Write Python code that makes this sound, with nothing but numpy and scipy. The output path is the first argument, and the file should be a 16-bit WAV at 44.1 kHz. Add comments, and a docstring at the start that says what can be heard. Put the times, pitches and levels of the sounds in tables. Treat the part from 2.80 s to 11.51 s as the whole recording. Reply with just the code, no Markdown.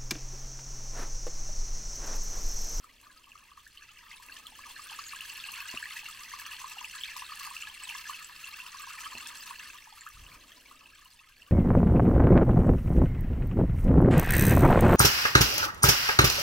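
"""A thin creek trickles softly through the stones of a low rock weir, and a camera's zoom drive whirrs faintly.
As the camera zooms in the water grows louder, and as it zooms out the water fades again.
Trapped air bubbles ring with rising pitch among the stones; large ones shed smaller ones. Fine spray ticks.
Bursts of filtered noise make the drops that slap bare stone; two gliding sine notes make a far bird.
Behind them are a low outdoor rumble, two bumps on the camera and one puff of wind, made of noise and rings."""
import sys
import numpy as np
from scipy import signal
from scipy.fft import rfft, irfft, next_fast_len
from scipy.io import wavfile

SR = 44100
rng = np.random.default_rng(int(sys.argv[2]) if len(sys.argv) > 2 else 0)


def master_out(mix):
    """Clip the mix to full scale and print it as 16-bit PCM to the path in sys.argv[1]."""
    frames = np.transpose(np.atleast_2d(mix))
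    ceiling = np.clip(frames, -1, 1)
    pcm = np.round(ceiling * 32767).astype(np.int16)
    wavfile.write(sys.argv[1], SR, pcm)


N = 384111  # length of the scene in samples

# levels when zoomed in, at an even flow
GURGLE_DB, TINKLE_DB, WASH_DB, SPRAY_DB = -53.5, -46.5, -48.5, -52
GURGLE_FOLLOWS, WASH_FOLLOWS = 0.76, 0.99  # dB for each dB of zoom and flow
# the air pocket under the fall grows and shrinks, and the pitch of the gurgles with it
POCKET_OCTAVES, POCKET_PER_S = 0.1485, 8.1
# the spray also arrives off the wet stone, this much later and weaker
GLANCE_S, GLANCE_SHARE = 0.000648, 0.38


def trickle(strength):
    """Slow gurgles, quick tinkling, fine spray and a wash, all fed by the same spurts of water."""
    surge = spurts(per_s=48, decay_s=.005, spread_db=4, steady=.9)
    # from afar the spurts even out and the hollows stand out less
    near = np.minimum(strength, 1) ** 0.4
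    crowd = (surge / surge.mean()) ** near
    sprinkle = surge ** .6 * gain_of(7.5 * wander(per_s=80))
    pocket = 2 ** (POCKET_OCTAVES * wander(POCKET_PER_S))
    same_pitch = np.ones(N)

    gurgle_crowd = crowd * gain_of(4.5 * wander(per_s=10))
    gurgle = swarm(849.4, 1450, per_s=130, cycles=9.67, spread_db=3.0,
                   spurt=gurgle_crowd, apart=0.091, drift=pocket)
    tinkle_crowd = crowd * gain_of(3.2 * wander(per_s=50))
    tinkle = swarm(1400, 6410, per_s=950, cycles=6.47, spread_db=5.1,
                   spurt=tinkle_crowd, apart=0.3, drift=same_pitch)
    spray = swarm(4820, 16840, per_s=1250, cycles=4.4, spread_db=6.0,
                  spurt=sprinkle, apart=1.7, drift=same_pitch)
    spray = shaped(spray, lambda f: 1 + GLANCE_SHARE * np.exp(-2j * np.pi * f * GLANCE_S))

    # the wash is bubbles too small and many to tell apart
    wash = rng.standard_normal((2, N))
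    wash = shaped(wash + 1.04 * wash[::-1], lambda f: f / (f + 1500))
    wash = wash * evened(sprinkle ** 0.29)

    tinkle = near * stones(tinkle) + (1 - near) * stones(tinkle, hollow_db=-6.0)
    wash = near * stones(wash) + (1 - near) * stones(wash, hollow_db=-6.0)
    return (gain_of(GURGLE_DB) * strength ** GURGLE_FOLLOWS * stones(gurgle)
            + gain_of(WASH_DB) * strength ** WASH_FOLLOWS * wash
            + strength * (gain_of(TINKLE_DB) * tinkle + gain_of(SPRAY_DB) * stones(spray)))


def spurts(per_s, decay_s, spread_db, steady):
    """Water tips over the stones in small gushes that well up quickly and die away, over a steady flow."""
    chance, size = rng.random((2, N))
    gush = (chance < per_s / SR) * gain_of(spread_db * np.minimum(-np.log(size), 2.5))
    gush = signal.lfilter([1], np.poly([np.exp(-1 / (decay_s * SR))] * 2), gush)
    return abs(steady) + gush / gush.mean()


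def swarm(low_hz, high_hz, per_s, cycles, spread_db, spurt, apart, drift, size=20000):
    """Countless bubbles, each with its own pitch, ring and glide; they crowd together in spurts."""
    out = np.zeros((2, N))
    chances = rng.random((size, 7))[:int(per_s * N / SR)]
    moment, pitch, strength, damping, glide, phase, spot = chances.T
    # more bubbles start where the spurt is strong
    starts = np.searchsorted(np.cumsum(spurt) / np.sum(spurt), moment) / SR
    hz = low_hz * (min(high_hz, SR / 2) / low_hz) ** pitch
    hz = hz * np.interp(starts, np.arange(N) / SR, drift)
    gain = hz * gain_of(spread_db * np.minimum(-np.log(strength), 3.8))
    # small bubbles reach the two microphone ports further out of step
    skew = apart * np.sqrt(hz / high_hz) * (2 * spot - 1)
    ports = gain * np.exp(1j * (2 * np.pi * phase + skew * np.array([[1], [-1]])))
    lengths = cycles * 2 ** (2 * damping - 1)
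    rises = 2 * RING_RISE * glide
    for s, f, length, rise, port in zip(starts, hz, lengths, rises, ports.T):
        add(out, s, (port[:, None] * bubble(f, length, rise)).real)
    return out


# colour of the water: pitch_hz, level_db
WATER_COLOUR = [(400, -26), (690, -33), (830, -13.5), (980, -8.5), (1260, -4), (1410, -16), (1750, -9),
                (2250, -7.5), (3300, -7.5), (3800, -14), (6500, -17.5), (9000, -20), (12000, -23),
                (16000, -26)]
# hollows between the stones that ring: pitch_hz, width_hz, level_db (before hollow_db is added)
HOLLOWS = [(1701, 177, -4.5), (2690, 213, -1.5), (4290, 232, -7.5), (4810, 62, -13), (7680, 740, -21.5)]


def stones(x, hollow_db=2.5, size=4096):
    """The hollows ring on after each bubble and colour it."""
    hz = abs(np.fft.fftfreq(size, 1 / SR))
    rings = sum(gain_of(db + hollow_db) ** 2 / (1 + (1.45 * (hz - f) / width) ** 2) ** 2
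                for f, width, db in HOLLOWS)
    below = 1 / (1 + (850 / (hz + 1)) ** 12)  # the gaps are too small to hold deeper bubbles
    log_gain = np.log(gain_of(read(WATER_COLOUR, hz)) ** 2 + rings * below) / 2
    # minimum phase: the ringing only follows the sound, never comes ahead of it
    response = np.fft.ifft(np.exp(signal.hilbert(log_gain).conj())).real[:size // 2]
    return evened(signal.oaconvolve(x, response[None], axes=1)[:, :N])


# a 1 kHz plop swells for RING_S, higher ones are quicker; the pitch climbs by the share RING_RISE meanwhile
RING_S, RING_SLOPE, RING_RISE = 0.0044, 0.74, 0.057
# bubbles shed one after another: average gap, level step, and pitch scale (mostly higher)
SHED_GAP_S, SHED_DB, SHED_OCTAVES = 0.0083, -9, 0.12
# large bubbles that stand out of the trickle: start_s, level_db (peak, before lift_db), pitch_hz
BUBBLES = [(0.041, -43.5, 1220), (0.266, -46, 1180), (0.517, -40, 2700), (0.553, -42.5, 1216),
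           (0.716, -45, 1140), (0.774, -40.5, 1150), (0.865, -41.5, 1680), (0.973, -37.5, 2960),
           (1.022, -44.5, 1660), (1.313, -37, 2080), (1.397, -45, 1010), (1.495, -39.5, 1630),
           (1.523, -38.5, 4330), (1.565, -37.5, 3050), (1.667, -33, 3270), (1.72, -49, 840),
           (1.789, -39.5, 1115), (1.962, -36.5, 1700), (1.992, -37, 1155), (2.114, -41.5, 890),
           (2.188, -30.5, 1190), (2.332, -33, 1170), (2.406, -27, 2730), (2.499, -32, 2850),
           (2.6, -33.5, 3470), (2.639, -29.5, 2690), (2.738, -29.5, 2660), (2.964, -36.5, 1180),
           (2.973, -24, 2750), (3.026, -27, 1700), (3.055, -31.5, 1820), (3.107, -35, 2110),
           (3.167, -33, 1920), (3.23, -47.5, 885), (3.284, -38, 1280), (3.515, -35.5, 1760),
           (3.535, -31.5, 1100), (3.813, -37, 1057), (3.841, -30, 1060), (3.967, -40.5, 840),
           (4.011, -36, 1010), (4.044, -27, 2650), (4.21, -32.5, 3140), (4.235, -23, 3250),
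           (4.361, -35.5, 1020), (4.419, -32, 1034), (4.519, -32, 1165), (4.67, -34.5, 1080),
           (4.709, -35, 1060), (4.765, -30, 2670), (4.822, -27, 2740), (5.036, -29, 8060),
           (5.108, -32, 2680), (5.149, -33.5, 1097), (5.294, -28, 1120), (5.944, -36.5, 1070),
           (5.985, -36.5, 4000), (6.036, -37.5, 1164), (6.07, -37.5, 1025), (6.103, -36.5, 1233),
           (6.351, -31.5, 2690), (6.706, -32, 1052), (7.07, -45, 900), (7.122, -46, 860),
           (7.173, -44.5, 1230), (7.209, -35.5, 7250), (7.216, -42, 1780), (7.263, -33.5, 1264),
           (7.271, -38, 1650), (7.464, -40.5, 2850), (7.516, -43.5, 2300), (7.718, -43, 3220),
           (7.911, -43, 1170), (8.223, -52, 1170), (8.522, -50, 2740), (8.62, -43, 2890)]


def plops(lift_db=-0.5, count=3):
    """A large bubble rings, then sheds smaller ones in quick succession."""
    out = np.zeros(N)
    for s, db, hz in BUBBLES:
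        cycles = hz * RING_S * (1000 / hz) ** RING_SLOPE
        for k, (phase, gap, size) in enumerate(rng.random((count, 3))):
            shed_hz = hz * 2 ** (SHED_OCTAVES * k * (2 * size - .5))
            ring = bubble(shed_hz, cycles, RING_RISE) * np.exp(2j * np.pi * phase)
            add(out, s, gain_of(db + lift_db + SHED_DB * k) * ring.real)
            s += SHED_GAP_S * (.5 + gap)
    return out


def bubble(hz, cycles, rise):
    """A complex ring of peak 1 swells over some cycles and dies away, its pitch climbing near the surface."""
    u = np.arange(int(3 * cycles / hz * SR) + 2) * hz / SR / cycles  # time, 1 at the peak
    turns = cycles * u * (1 + rise * (u / 2 - 1))
    return u ** 2 * np.exp(1 - u ** 2 + 2j * np.pi * turns)


SPLASH_DB, SPLASH_HZ = -15, 7500  # the splash that traps a large bubble; level against the bubble's table level
SLAP_CRACK_S, SLAP_OCTAVES = .0009, .7  # time to the crack's peak, width of its colour
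# drops that slap bare stone: start_s, level_db (peak), centre_hz
SLAPS = [(0.213, -44, 8300), (0.876, -43, 8000), (1.463, -38.5, 10600), (1.569, -36, 4500),
         (1.669, -38, 8500), (2.069, -38, 12000), (2.109, -37, 6400), (2.409, -35, 9000),
         (2.495, -38, 7930), (2.57, -34.5, 10500), (2.719, -28.5, 9500), (2.817, -33.5, 13500),
         (3.288, -34.5, 10100), (4.365, -30, 4250), (4.371, -31, 9000), (5.1, -32, 8500),
         (6.471, -26, 6750), (6.483, -36, 6500), (7.288, -39, 10400), (8.248, -46, 12000)]


def slaps():
    """Drops burst on bare stone, and on the water where they trap a bubble."""
    out = np.zeros((2, N))
    for s, db, hz in SLAPS:
        add(out, s, slap(db, hz, SLAP_OCTAVES))
    for s, db, _ in BUBBLES:
        add(out, s, slap(db + SPLASH_DB, SPLASH_HZ, octaves=1.0))
    return out


def slap(db, hz, octaves, alike=0.34, mist=0.12, mist_s=0.0013):
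    """A drop bursts: a sharp bright crack, then a brief hiss of mist."""
    t = np.arange(1400) / SR
    crack_shape = t / SLAP_CRACK_S * np.exp(-t / SLAP_CRACK_S)
    mist_shape = mist * t / mist_s * np.exp(-t / mist_s)
    burst = rng.standard_normal((2, len(t))) * (crack_shape + mist_shape)
    burst = burst + alike * burst[::-1]
    burst = shaped(burst, lambda f: 1 / (1 + (np.log2((f + 1) / hz) / octaves) ** 2))
    return gain_of(db) * burst / abs(burst).max()


# lead of the left microphone port over the right: pitch_hz, lead_radians
LEAD = [(500, 1), (1120, 0.95), (1900, 0.045), (12000, 0.85)]
# share of sound that the banks scatter back: pitch_hz, level_db
SCATTER = [(1000, -8.5), (3000, -8.5), (14000, -2)]


def banks(x, t60=0.1, turns_per_s=7, count=8):
    """Rocks and earth banks scatter a short tail; the two ports hear the sound slightly out of step."""
    t, tail = np.arange(SR // 6) / SR, np.zeros((2, N))
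    for k in range(count):
        # the sound comes from spot after spot, each with its own echoes
        near = (np.arange(N) / SR * turns_per_s * count + k) % count
        window = np.sin(np.pi / 2 * np.minimum(near, 2))
        taps = rng.standard_normal((2, len(t))) * gain_of(-60 * t / t60) * (t > .003)
        taps = taps / np.linalg.norm(taps, axis=1, keepdims=True)
        tail += signal.oaconvolve(x * window, taps, axes=1)[:, :N]
    direct = shaped(x, lambda f: np.exp(.5j * read(LEAD, f) * np.array([[1], [-1]])))
    return direct + shaped(tail, lambda f: gain_of(read(SCATTER, f)))


WHIRR_ATTACK_S, WHIRR_SAG_DB_PER_S, WHIRR_RELEASE_DB_PER_S = 0.089, 10, 49
# runs of the zoom drive: start_s, length_s, level_db
ZOOM_RUNS = [(-.1, 0.7, -67.5), (1.416, 0.67, -65.5), (6.19, 0.8, -65), (7.37, 0.71, -62),
             (8.53, 0.44, -67.5)]
# colour of the drive: pitch_hz, level_db
WHIRR_COLOUR = [(100, -38), (190, -7.5), (250, 2), (410, -9), (600, -5.5), (1100, -19.5)]
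# bumps on the camera body: start_s, level_db (peak), scuff_share (against the knock, 0-1)
BUMPS = [(2.941, -36.5, 0.3), (6.35, -45, 0.9)]
# ringing of the camera body: pitch_hz, level_db, t60_s (time to fall by 60 dB)
BODY = [(118, -15, 0.011), (244, -0.5, 0.057), (333, 7, 0.02), (644, 6.5, 0.018)]


def camera(scuff_s=0.0087, push=0.29, push_s=0.0018):
    """The zoom drive whirrs softly, and a finger knocks and scuffs the camera body."""
    out, t = np.zeros(N), np.arange(3000) / SR
    ring = sum(gain_of(db - 60 * t / t60) * np.sin(2 * np.pi * hz * t) for hz, db, t60 in BODY)
    for s, db, scuff_share in BUMPS:
        rub = t * np.exp(-t / scuff_s) * rng.standard_normal(len(t))
        scuff = signal.fftconvolve(ring, rub)[:len(t)]
        shove = np.gradient(t ** 2 * np.exp(-t / push_s))
        knock = evened(ring * (1 - np.exp(-t / 0.0014)))
        bump = knock + push * evened(shove) + scuff_share * evened(scuff)
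        add(out, s, gain_of(db) * bump / abs(bump).max())
    drive = rng.standard_normal((2, N))
    running = sum(gain_of(db) * envelope(s, length, WHIRR_ATTACK_S, WHIRR_SAG_DB_PER_S, WHIRR_RELEASE_DB_PER_S)
                  for s, length, db in ZOOM_RUNS)
    whirr = evened(shaped(drive + drive[::-1] / 2, lambda f: gain_of(read(WHIRR_COLOUR, f))))
    return out + running * whirr


# whistles of a far bird: start_s, length_s, level_db (peak), pitch_hz (halfway), glide_hz_per_s
WHISTLES = [(2.177, 0.05, -53, 6720, 5000), (2.245, 0.059, -46.5, 6730, -4500)]


def bird():
    """A far bird's thin notes, each a sine gliding up or down."""
    out = np.zeros(N)
    for s, length, db, hz, glide in WHISTLES:
        t = np.arange(0, length, 1 / SR)
        cycles = np.cumsum(hz + glide * (t - length / 2)) / SR
        add(out, s, gain_of(db) * np.sin(np.pi * t / length) * np.sin(2 * np.pi * cycles))
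    return out


# one puff of wind on the microphone
PUFF_START_S, PUFF_LENGTH_S, PUFF_DB = 7.335, .21, -50
PUFF_ATTACK_S, PUFF_SAG_DB_PER_S, PUFF_RELEASE_DB_PER_S = 0.0125, 32, 116
# colour of the outdoor rumble: pitch_hz, level_db
AIR_COLOUR = [(25, 12), (65, 10), (120, 3), (260, -0.5), (480, -4.5), (800, -12.5), (16000, -18)]
# colour of the puff: pitch_hz, level_db
PUFF_COLOUR = [(12, -31), (35, -2), (120, -20), (600, -54)]


def air(zoom):
    """Faint outdoor rumble, alike at both ports in the bass, and one puff of wind."""
    middle, side, wind = rng.standard_normal((3, N))
    side = shaped(side, lambda f: 0.016 + 0.86 * f ** 2 / (f ** 2 + 260 ** 2))
    both_ports = np.array([middle + side, middle - side])
    rumble = evened(shaped(both_ports, lambda f: gain_of(read(AIR_COLOUR, f))))
    # the zoom does not lift the deepest rumble
    deep = shaped(rumble, lambda f: 1 / (1 + (f / 120) ** 2))
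    puff = evened(shaped(wind, lambda f: gain_of(read(PUFF_COLOUR, f))))
    puff = puff * envelope(PUFF_START_S, PUFF_LENGTH_S, PUFF_ATTACK_S, PUFF_SAG_DB_PER_S, PUFF_RELEASE_DB_PER_S)
    return gain_of(-65.5) * (deep + zoom ** 0.52 * (rumble - deep)) + gain_of(PUFF_DB) * puff


def envelope(start_s, length_s, attack_s, sag_db_per_s, release_db_per_s):
    """Rises, sags while it lasts, then dies away."""
    t = np.maximum(np.arange(N) / SR - start_s, 0)
    fall_db = sag_db_per_s * t + release_db_per_s * np.maximum(t - length_s, 0)
    return np.minimum(t / attack_s, 1) * gain_of(-fall_db)


def gain_of(db):
    """Turns decibels into a factor."""
    return 10 ** (np.asarray(db) / 20)


def evened(x):
    """Scales to an average strength (rms) of 1."""
    return x / np.sqrt(np.mean(x ** 2) + 1e-20)


def read(points, hz):
    """Reads a table over pitch, joined on a log-frequency axis."""
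    f, value = np.transpose(points)
    return np.interp(np.log(hz + 1), np.log(f + 1), value)


def level(curve):
    """Turns a dB curve into a gain for every sample."""
    return gain_of(np.interp(np.arange(N) / SR, *np.transpose(curve)))


def add(mix, s, sound):
    """Mixes a sound in at time s, in seconds."""
    part = mix[..., max(round(s * SR), 0):][..., :sound.shape[-1]]
    part += sound[..., :part.shape[-1]]


def shaped(x, response):
    """Filters by a response given as a function of Hz."""
    size = next_fast_len(x.shape[-1] + 4096)
    spectrum = rfft(x, size) * response(np.fft.rfftfreq(size, 1 / SR))
    return irfft(spectrum, size)[..., :x.shape[-1]]


def wander(per_s):
    """A smooth random curve of rms 1; a higher per_s wanders faster."""
    return evened(shaped(rng.standard_normal(N), lambda f: np.exp(-(f / per_s) ** 2)))


# the water comes closer as the camera zooms in, holds and zooms out: time_s, level_db
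ZOOM = [(0.0, -12), (.65, -13), (1.0, -8.5), (1.75, -4.5), (2.05, 2), (6.4, -1.5), (6.85, -2.5),
        (7.1, -8.5), (8.15, -13.5), (8.7, -15.5)]
# the flow over the weir swells and ebbs: time_s, level_db
FLOW = [(2.45, -4.5), (2.76, -2.5), (3.3, -3), (3.75, -3.5), (4.12, -4.5), (4.3, -1.5), (4.64, 0),
        (4.92, -4), (5.12, 1), (5.55, -3), (6.1, -0.5), (6.55, -2)]


def scene():
    """The water and the bird between the banks, the camera and the air."""
    zoom = level(ZOOM)
    strength = zoom * level(FLOW)
    between_banks = trickle(strength) + plops() + slaps() + bird()
    return banks(between_banks) + camera() + air(zoom)


EDGE_HZ = 15900  # highest pitch that the recorder keeps


def record(dry):
    """The recorder's band limit takes away the sound above its edge."""
    lowpass = signal.firwin(511, EDGE_HZ, window=("kaiser", 9), fs=SR)
    return signal.oaconvolve(dry, lowpass[None], "same", axes=1)


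dry = scene()
out = record(dry)
master_out(out)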